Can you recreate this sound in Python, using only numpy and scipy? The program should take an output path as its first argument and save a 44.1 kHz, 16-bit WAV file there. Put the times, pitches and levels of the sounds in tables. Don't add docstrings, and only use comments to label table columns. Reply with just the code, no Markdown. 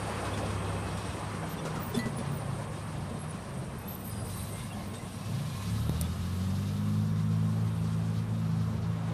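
import sys
import numpy as np
from scipy import signal
from scipy.fft import rfft, irfft, next_fast_len
from scipy.io import wavfile
from scipy.ndimage import uniform_filter1d, minimum_filter1d

SR = 44100
rng = np.random.default_rng(int(sys.argv[2]) if len(sys.argv) > 2 else 0)


def boost(x):
    u = np.asarray(x, float) / 20
    return 10 ** u


def to_wav(sig):
    pcm = np.clip(np.atleast_2d(sig), -1, 1) * 32767
    pcm = np.round(pcm).astype(np.int16)
    wavfile.write(sys.argv[1], SR, pcm.T)


N = 402633
TIME_S = np.arange(N) / SR


def rms_one(x):
    return x / np.sqrt(np.mean(x ** 2) + 1e-20)


def mix_db(*levels_db):
    return np.sqrt(sum(boost(db) ** 2 for db in levels_db))


def in_time(rows):
    s, *columns = np.transpose(rows)
    return [np.interp(TIME_S, s, c) for c in columns]


def drift(rate):
    step = 40
    r = np.exp(-2 * np.pi * rate * step / SR)
    coarse = rng.standard_normal(N // step + 2002)
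    slow = signal.lfilter([1], [1, -2 * r, r * r], coarse)[2000:]
    return np.interp(np.arange(N) / step, np.arange(len(slow)), rms_one(slow))


def band_pass(x, order, low_hz, high_hz):
    return signal.sosfilt(signal.butter(order, [low_hz, high_hz], "band", fs=SR, output="sos"), x)


def ring(x, hz, t60_s):
    r, w = boost(-60 / (t60_s * SR)), 2 * np.pi * hz / SR
    return signal.lfilter([0, np.sin(w)], [1, -2 * r * np.cos(w), r * r], x + 1e-18)


def clicks(times_s, db):
    out = np.zeros(N)
    out[np.round(np.array(times_s) * SR).astype(int)] = boost(db)
    return out


def patchy_noise(spectrum, count, patchy_db, rate):
    size = next_fast_len(N)
    log_hz = np.log(np.maximum(np.fft.rfftfreq(size, 1 / SR), 1))
    table_hz, table_db = np.transpose(spectrum)
    table_log = np.log(table_hz)
    colour_db = np.interp(log_hz, table_log, table_db, left=-90, right=-90)
    coloured = rfft(rng.standard_normal(size)) * boost(colour_db)
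    place = np.interp(log_hz, table_log[[0, -1]], [0, count - 1])
    together, out = drift(rate / 2), 0
    for k in range(count):
        share = np.clip(1 - abs(place - k), 0, 1)
        flicker_db = patchy_db * (0.65 * together + drift(rate))
        out = out + irfft(coloured * share, size)[:N] * boost(flicker_db)
    return rms_one(out)


# [time_s, firing_hz, load_db, tilt_db_per_order]
ENGINE_RUN = [(0.0, 34.72, -40.5, -2), (0.7, 32.94, -35.5, -2.5), (1.2, 34.83, -43, -2),
              (1.45, 32.4, -42, 3), (1.96, 30.73, -45, 6.5), (3.55, 21.04, -50, 5), (4.0, 20.19, -50, 3.5),
              (4.18, 22.45, -48, 9.5), (4.42, 26.14, -39.5, 1), (5.1, 23.38, -56.5, 9),
              (5.36, 27.86, -47, 14), (5.57, 32.1, -39, 1.5), (5.85, 37.82, -31, -1.5),
              (6.2, 43.86, -33, -2), (6.86, 51.95, -32, 2), (7.62, 54.7, -32, -2),
              (8.7, 54.42, -33.5, -1.5), (9.13, 55.57, -36, -0.5)]
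# [multiple_of_firing, level_db]
ENGINE_ORDERS = [(1, -17), (1.5, -16.5), (2, -0.5), (2.5, -12.5), (3, 0.5), (4, -1), (5, -6), (6, -10.5),
                 (7, -9), (8, -10)]
# [freq_hz, gain_db]
EXHAUST_PIPE = [(45, -17), (68, -10), (105, 0.5), (132, -10.5), (160, -2), (215, -5.5), (270, -21),
                (500, -21.5)]
# [time_s, lift_db]
UNEVENNESS = [(0, 1), (6.5, -1), (7.5, 0), (8.2, 2.5), (9.13, 10)]


def engine():
    firing_hz, load_db, tilt_db = in_time(ENGINE_RUN)
    firing_hz = uniform_filter1d(firing_hz, size=9000)
    turn = 2 * np.pi * np.cumsum(firing_hz * (1 + 0.0022 * drift(4.2))) / SR
    pipe_hz, pipe_db = np.transpose(EXHAUST_PIPE)
    uneven_db, = in_time(UNEVENNESS)
    stumble_s, stumble_width_s, stumble_db = 8.27, 0.033, -5
    load_db = load_db + stumble_db * np.exp(-((TIME_S - stumble_s) / stumble_width_s) ** 2)
    notch_hz, notch_width_hz, notch_db = 133, 7.4, -5
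    out = 0
    for k, db in ENGINE_ORDERS:
        half = k % 1 > 0
        order_hz = k * firing_hz
        level_db = load_db + db + tilt_db * (min(k, 10 - k) - 3)
        level_db = level_db + np.interp(np.log(order_hz), np.log(pipe_hz), pipe_db)
        level_db = level_db + notch_db * np.exp(-((order_hz - notch_hz) / notch_width_hz) ** 2)
        level_db = level_db + uneven_db * half + 0.85 * drift(11.3)
        level_db = level_db + (0.78 + 0.2 * k + 2.3 * half) * drift(3.1)
        phase = k * turn + (0.037 * k + 0.79 * half) * drift(3.8) + 1.1 * k ** 2
        out = out + boost(level_db) * np.cos(phase)
    return np.sqrt(2) * out


# [freq_hz, density_db_per_hz]
CASING_SPECTRUM = [(240, -21), (330, -2.5), (480, 2.5), (620, -16), (850, -24.5), (1080, -2.5),
                   (1350, -2.5), (1700, -12)]


def casing():
    load_db = in_time(ENGINE_RUN)[1]
    return boost(load_db - 22.5) * patchy_noise(CASING_SPECTRUM, count=3, patchy_db=0.4, rate=4.4)


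# [time_s, nearness_db]
TRAFFIC_NEARNESS = [(0, -2), (.25, -1.5), (.9, -4.5), (1.3, -4), (1.6, -5), (3.0, -8), (4.2, -10),
                    (5.8, -12), (7.0, -12.5), (8.6, -11), (9.13, -9)]
# [time_s, boost_db]
BLOWER_BOOST = [(3.8, -17), (4.35, -3.5), (4.6, -3.5), (5.0, -8), (5.4, -1.5), (5.8, -0.5), (6.15, -2.5),
                (6.6, -2.5), (7.2, -8), (8.6, -9.5), (9.13, -13)]
# [freq_hz, density_db_per_hz]
RUMBLE_SPECTRUM = [(25, -18), (50, -6), (90, -1.5), (180, 3), (230, -2), (300, -19)]


def rumble():
    (near_db,), (boost_db,) = in_time(TRAFFIC_NEARNESS), in_time(BLOWER_BOOST)
    gain = mix_db(-42 + 0.054 * near_db, -43 + boost_db) + boost(-56.5) * drone_there()
    return gain * patchy_noise(RUMBLE_SPECTRUM, count=4, patchy_db=1.0, rate=5.7)


# [freq_hz, density_db_per_hz]
ROAR_SPECTRUM = [(200, -28), (270, -0.5), (400, -2.5), (560, -2), (800, -5.5), (1000, -13), (1500, -46)]
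# [freq_hz, density_db_per_hz]
TYRE_SPECTRUM = [(700, -7), (900, 0.5), (1065, 3), (1350, -2.5), (1900, -7), (2600, -11.5), (3300, -16),
                 (4200, -57)]


def tyres():
    near_db, = in_time(TRAFFIC_NEARNESS)
    roar = patchy_noise(ROAR_SPECTRUM, count=4, patchy_db=1.48, rate=18.0)
    tread = patchy_noise(TYRE_SPECTRUM, count=3, patchy_db=0.96, rate=12.7)
    return boost(-37.5 + 1.052 * near_db) * roar + boost(-39 + 1.15 * near_db) * tread


# [pitch_hz, width_hz, level_db_re_hiss]
DUCT_WHISTLES = [(1065, 70, -7), (1280, 110, -11), (1720, 140, -14), (3250, 160, -17), (3680, 150, -16),
                 (5650, 120, -18), (8300, 180, -17)]


def whistles():
    out = 0
    for hz, width_hz, db in DUCT_WHISTLES:
        t60_s = 3.3 / width_hz
        tone = ring(ring(rng.standard_normal(N), hz, t60_s), hz, t60_s)
        out = out + boost(db - 2.5 + 3 * drift(1.5)) * rms_one(tone)
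    return out


# [freq_hz, density_db_per_hz]
HISS_SPECTRUM = [(1500, -5), (2000, -1.5), (2700, 1), (4000, 2.5), (6100, -2.5), (7900, -5.5),
                 (10000, -6.5), (12000, -32)]


def hiss():
    (near_db,), (boost_db,) = in_time(TRAFFIC_NEARNESS), in_time(BLOWER_BOOST)
    air = patchy_noise(HISS_SPECTRUM, count=6, patchy_db=1.54, rate=17.4) + whistles()
    return mix_db(-48.5 + near_db, -50 + boost_db) * air


# [time_s, level_db]
BRAKE_PRESSURE = [(0, -53), (1.55, -58), (2.4, -56.5), (2.9, -59), (3.9, -58.5), (4.2, -52.5), (4.45, -50),
                  (4.7, -57), (5.0, -59), (5.5, -60.5), (6.2, -67), (7.2, -70), (7.75, -63), (9.13, -89)]
# [freq_hz, density_db_per_hz]
RUSTLE_SPECTRUM = [(7600, -13), (8100, 1), (8600, 3.5), (9200, 1.5), (10300, -2.5), (11500, -14),
                   (13000, -21)]


def rustle():
    brake_db, = in_time(BRAKE_PRESSURE)
    return boost(brake_db) * patchy_noise(RUSTLE_SPECTRUM, count=4, patchy_db=2.0, rate=25.0)


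def spray():
    near_db, = in_time(TRAFFIC_NEARNESS)
    boost_db, = in_time(BLOWER_BOOST)
    brake_db, = in_time(BRAKE_PRESSURE)
    gain = mix_db(-79 + 0.13 * near_db, -56.5 + boost_db, -11 + brake_db)
    spectrum = [(8500, -14), (10500, 0), (11500, 0.5), (13000, -3.5), (15400, -9)]      # Hz, dB per Hz
    return gain * patchy_noise(spectrum, count=3, patchy_db=0.7, rate=8.6)


# [time_s, pitch_hz, level_db]
BLOWER_WHINE = [
    (0, 9000, -59),
    (.7, 8300, -59),
    (1.5, 8150, -63),
    (2.0, 8100, -85),
]


def whine():
    hz, level_db = in_time(BLOWER_WHINE)
    turn = 2 * np.pi * np.cumsum(hz + 35 * drift(60)) / SR
    return boost(level_db + 3 * drift(15)) * np.sin(turn)


# [start_s, length_s, first_hz, last_hz, level_db]
GLIDING_STRANDS = [(0, 0.26, 4620, 4650, -62), (.85, 0.4, 5620, 5600, -63), (4.55, 0.57, 212, 208.3, -47),
                   (.6, 0.57, 168, 166.5, -47), (1.6, .75, 243, 228.5, -49), (.3, 0.32, 218, 223.5, -46.5),
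                   (3.65, 0.88, 198, 190, -50), (0, 1.5, 2570, 2560, -59), (0.103, 1.1, 3320, 3260, -62),
                   (3.8, 0.13, 2560, 2540, -61), (3.82, 0.18, 3550, 3600, -63),
                   (3.957, 0.092, 2550, 2520, -63), (4.021, .4, 5000, 4800, -61.5),
                   (4.27, 0.3, 4030, 3930, -61), (4.49, 0.2, 2040, 2200, -57),
                   (4.749, 0.13, 2200, 2043, -59), (4.869, .1, 2250, 2146, -62),
                   (4.94, 0.16, 2720, 2800, -62), (4.979, 0.091, 2050, 1995, -58),
                   (5.118, 0.19, 5700, 5600, -63), (5.199, 0.13, 2620, 2690, -60),
                   (5.4, 0.37, 2300, 2630, -60), (5.396, 0.55, 4030, 3950, -61),
                   (5.7, 0.58, 3790, 3730, -61), (5.8, .7, 2930, 2940, -65), (6.301, 1.09, 3702, 3610, -66),
                   (7.7, 1.21, 8200, 8250, -73)]


def strands():
    out = np.zeros(N)
    settle = 4000
    for s, length_s, first_hz, last_hz, level_db in GLIDING_STRANDS:
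        at, t = round(s * SR), np.linspace(0, 1, round(length_s * SR))
        width_hz = min(52 + 50 * length_s, .03 * first_hz)
        narrow = signal.butter(2, width_hz, fs=SR, output="sos")
        a, b = signal.sosfilt(narrow, rng.standard_normal((2, len(t) + settle)))[:, settle:]
        turn = 2 * np.pi * np.cumsum(first_hz + (last_hz - first_hz) * t) / SR
        steady = 1.16 * a.std()
        tone = rms_one((a + steady) * np.cos(turn) + b * np.sin(turn))
        swell = np.clip(np.minimum(t / .2 + (s == 0), (1 - t) / .35), 0, 1)
        out[at:at + len(t)] += boost(level_db) * swell * tone
    return out


# [start_s, length_s, pitch_hz, level_db]
BRAKE_SQUEAKS = [(1.481, 0.079, 12530, -52.5), (1.941, .04, 8300, -53), (1.79, 0.15, 14920, -46),
                 (1.942, 0.1, 9970, -52), (1.96, 0.077, 12750, -54), (2.15, 0.093, 10420, -50),
                 (2.154, .07, 14900, -59), (2.313, 0.084, 14900, -51), (2.322, 0.23, 9400, -59),
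                 (2.967, 0.073, 11130, -61), (3.177, 0.089, 11100, -52), (3.276, 0.064, 9970, -52.5),
                 (3.78, 0.068, 12550, -56), (3.873, 0.11, 12420, -45.5), (3.947, 0.16, 14230, -56),
                 (4.039, 0.082, 12400, -46.5), (4.077, 0.084, 9950, -58), (4.173, 0.096, 10500, -52.5),
                 (4.235, .12, 13900, -59), (4.31, .22, 10800, -60), (4.352, 0.052, 12300, -49),
                 (4.394, 0.16, 12440, -55), (4.5, 0.097, 8340, -56), (4.72, 0.021, 9770, -58),
                 (4.855, 0.085, 14900, -65), (4.94, 0.067, 8300, -54)]
# [start_s, length_s, pitch_hz, level_db]
LOWER_CHIRPS = [(.01, .16, 172, -46), (.325, .04, 3500, -52), (1.58, .04, 3540, -54),
                (1.58, .03, 5800, -59), (1.703, .03, 5700, -60), (1.94, .025, 5270, -54),
                (1.938, 0.055, 3520, -46), (2.181, .035, 3564, -54), (4.59, .03, 2750, -64),
                (4.64, .04, 3850, -63), (4.7, .04, 2750, -56), (4.72, 0.04, 3330, -57),
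                (4.7, .12, 750, -55), (4.932, 0.071, 3710, -57.5), (6.015, .06, 3500, -53),
                (1.985, .04, 4150, -52), (2.205, .03, 560, -44), (2.08, .035, 450, -44)]
# [start_s, pitch_hz, level_db]
DULL_THUDS = [(1.654, 550, -40.5), (1.654, 1400, -44), (1.75, 1350, -45), (1.77, 235, -37),
              (1.785, 1250, -47), (1.94, 430, -41), (1.957, 232, -40), (2.055, 480, -43),
              (2.065, 1050, -46), (2.58, 600, -46)]


def squeaks():
    out, white = np.zeros(N), rng.standard_normal(N)
    flutter, wobble = boost(2.8 * drift(53)), 0.008 * drift(30)
    thud_length_s, settle = 0.043, 400
    thuds = [(s, thud_length_s, hz, db) for s, hz, db in DULL_THUDS]
    for s, length_s, hz, level_db in BRAKE_SQUEAKS + LOWER_CHIRPS + thuds:
        at, t = round(s * SR), np.linspace(0, 1, round(length_s * SR))
        here = slice(at, at + len(t))
        t60_s = 4.3 / (80 + 0.029 * hz + 110.0 * (300 < hz < 1800))
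        once = ring(white[at - settle:at + len(t)], hz, t60_s)
        twice = ring(once, hz, t60_s)
        tone = rms_one(rms_one(twice[settle:]) + .4 * rms_one(once[settle:]))
        shift = 2 * np.pi * np.cumsum(hz * (hz > 8000) * wobble[here]) / SR
        tone = np.real(signal.hilbert(tone) * np.exp(1j * shift))
        swell = 1.2 * np.sin(np.pi * t ** .7) ** 1.3
        out[here] += boost(level_db) * swell * tone * flutter[here]
    return out


# [start_s, rattle_peak_db, boom_db_re_rattle]
BODY_KNOCKS = [(0.2494, -31, -16), (0.3721, -30, -12), (0.9705, -32, -21), (1.3398, -43, 3.5),
               (1.652, -30, -19), (1.754, -34, -6), (1.946, -34, -9), (1.958, -40, 5), (1.974, -40.5, 4.5),
               (1.9883, -45, -3), (2.056, -34, 1.5), (2.183, -34, -2.5), (2.5795, -41, -16),
               (2.8001, -55, -7), (3.109, -49, 11), (4.187, -60, -9), (4.935, -34.5, -8),
               (5.6204, -34, -21), (6.2689, -53, -14), (6.5598, -46, -10)]
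# [freq_hz, level_db, t60_s]
PANEL_MODES = [(229.4, 3, 0.28), (147, -7, 0.18), (327, -25, 0.085), (458, -4, 0.17), (593, 0, 0.022),
               (1430, -7, 0.025)]
# [freq_hz, level_db, t60_s]
CLANK_MODES = [(1973, -4.5, 0.85), (3260, -12, 0.083), (4110, -7, 0.074), (4470, -13, 0.14),
               (6700, -12.5, 0.094)]


def knocks():
    s, rattle_db, boom_db = np.transpose(BODY_KNOCKS)
    t = np.arange(2500) / SR
    shake = (1 - np.exp(-t / 0.002)) * np.exp(-t / 0.024)
    burst = signal.fftconvolve(clicks(s, rattle_db - 14.0), shake)[:N] * rng.standard_normal(N)
    rattle = signal.lfilter([1.5], [1, -.45], band_pass(burst, 2, 300, 9500))
    panels = 0
    for hz, db, t60_s in PANEL_MODES:
        hit_db = rattle_db + boom_db + db + rng.normal(0, 1, len(s))
        panels = panels + ring(clicks(s, hit_db), hz, t60_s)
    clank_s, clank_db = 1.99, -33
    clank = sum(ring(clicks([clank_s], clank_db + db), hz, t60_s) for hz, db, t60_s in CLANK_MODES)
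    clank = clank * np.interp(TIME_S, [2.06, 2.085, 2.15], [1, .35, 0])
    return rattle + signal.lfilter([.3], [1, -.7], panels) + clank


# [start_s, peak_db, pitch_hz]
HARD_TICKS = [(1.652, -25, 530), (1.657, -29, 400), (1.708, -30, 447), (1.919, -31, 380), (1.947, -28, 431),
              (1.664, -32, 1310), (1.677, -28, 528), (1.772, -30, 474), (1.802, -36, 1330),
              (1.955, -24, 428), (2.059, -24, 441), (2.074, -29, 468)]


def ticks():
    s, db, _ = np.transpose(HARD_TICKS)
    crack = band_pass(clicks(s, db + 4), 2, 700, 7000)
    return crack + sum(ring(clicks([at], level_db - 3), hz, 0.025) for at, level_db, hz in HARD_TICKS)


def drone_there():
    return np.interp(TIME_S, [1.8, 1.95, 3.7, 3.85], [0, 1, 1, 0])


# [time_s, drone_hz, level_db]
SECOND_ENGINE = [(1.85, 118.6, -36), (2.05, 123, -50), (2.31, 143.9, -36), (2.44, 142, -46),
                 (2.54, 136.5, -34), (2.66, 147, -49), (2.8, 150.9, -42), (3.3, 152, -41),
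                 (3.42, 146.5, -54), (3.6, 133, -39), (3.75, 130.6, -47)]


def drone():
    hz, level_db = in_time(SECOND_ENGINE)
    tone = np.sin(2 * np.pi * np.cumsum(hz) / SR)
    return np.sqrt(2) * drone_there() * boost(level_db + drift(2.5)) * tone


def boom():
    boom_s, boom_db, boom_hz, swell_s = 1.979, -22.5, 233.2, 0.017
    t = TIME_S - boom_s
    return boost(boom_db) * np.exp(-abs(t) / swell_s) * np.cos(2 * np.pi * boom_hz * t)


# [start_s, peak_db]
VALVE_SNAPS = [
    (6.0105, -20.5),
    (6.014, -33),
    (6.018, -32),
]
# [freq_hz, level_db, t60_s]
VALVE_MODES = [(3570, -35, 5.0), (6170, -5, 0.046), (6680, -41, 5.0), (8300, -3.5, 0.033),
               (9100, -0.5, 0.04), (9340, 2.5, 0.035), (11900, -10, 0.036), (12200, -3, 0.036),
               (12550, -3, 0.033), (13100, -16, 0.037), (13980, -22, 0.063), (14240, -20, 0.058)]


def valve():
    pop_s, pop_db = 5.8942, -17.5
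    t = np.arange(600) / SR
    push = 1.33 * np.exp(-abs(t - .0012) / 0.00063)
    push = push + 0.18 * np.exp(-abs(t - .001) / 0.0011) * rng.standard_normal(600)
    pop = band_pass(np.convolve(clicks([pop_s], pop_db), push)[:N], 1, 70, 9000)
    puff = 1.17 * np.exp(-((t - .0017) / 0.00099) ** 2) * rng.standard_normal(600)
    puff[round(.002 * SR)] += 11.0
    s, peak_db = np.transpose(VALVE_SNAPS)
    air = np.convolve(clicks(s, peak_db - 26.5), puff)[:N]
    snap = sum(boost(db) * ring(air, hz, min(t60_s, .03) * 0.23) for hz, db, t60_s in VALVE_MODES)
    snap = band_pass(snap, 3, 4000, 14500)
    crack = boost(15) * band_pass(air, 4, 11500, 14000)
    body = ring(clicks([s[0] + 0.00208], -27), 620, 0.012)
    body = body + ring(clicks([s[0] + 0.0021], -37), 1300, 0.012)
    middle = ring(air, 4300, 0.016) + ring(air, 2500, .01) + ring(air, 5400, 0.016)
    return pop + snap + crack + body + boost(-14) * middle


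def scene():
    street = rumble() + tyres() + hiss() + rustle() + spray()
    linkage = strands() + squeaks()
    jolts = knocks() + ticks() + boom()
    return (engine() + casing() + street + whine() + linkage + jolts + drone() + valve())[None]


def thin_spectrum(x):
    lead, hop = 377, 1024
    hz, _, frames = signal.stft(np.pad(x, (lead, 0)), SR, "cosine", nperseg=2 * hop)
    power, hz = abs(frames[:hop]) ** 2, hz[:hop]
    groups = power.reshape(64, 16, -1)
    band = np.repeat(groups.mean(axis=1), 16, axis=0)
    typical = np.repeat(np.median(groups, axis=1), 16, axis=0) / np.log(2)
    chance = np.repeat(rng.standard_normal((64, power.shape[1])), 16, axis=0)
    floor = np.interp(hz, [250, 600, 9000, 12000, 14500], [0, .28, .3, .5, 1.6])[:, None]
    keep = power > floor * typical * boost(3.0 * chance)
    above = np.maximum.accumulate(band * (hz > 10300)[:, None], axis=0)
    surge = uniform_filter1d(above, size=3, axis=1) / np.median(above, axis=1)[:, None]
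    loudest = above * np.clip(surge / 2.5, .3, 6)
    mask_share = np.interp(hz, [10500, 11500, 15000], [0, .005, .006])[:, None]
    masked = band < loudest * mask_share * boost(5 * chance)
    bright = abs(signal.sosfilt(signal.butter(2, 300, "high", fs=SR, output="sos"), x))
    crest = -minimum_filter1d(-bright, size=1800) / uniform_filter1d(bright, size=8192)
    centres = np.minimum(np.arange(power.shape[1]) * hop, N + lead - 1) - lead
    sudden = crest[centres] > 9
    frames[:hop] *= np.where(keep & ~masked | sudden, 1, .003)
    return signal.istft(frames, SR, "cosine", nperseg=2 * hop)[1][lead:N + lead]


def roll_off(x):
    return signal.sosfilt(signal.butter(12, 15380, fs=SR, output="sos"), x)


def record(dry):
    top_cut = signal.cheby2(14, 60, 15900, fs=SR, output="sos")
    mix = signal.sosfilt(top_cut, thin_spectrum(dry[0]))[None]
    return roll_off(mix)


dry = scene()
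out = record(dry)
to_wav(out)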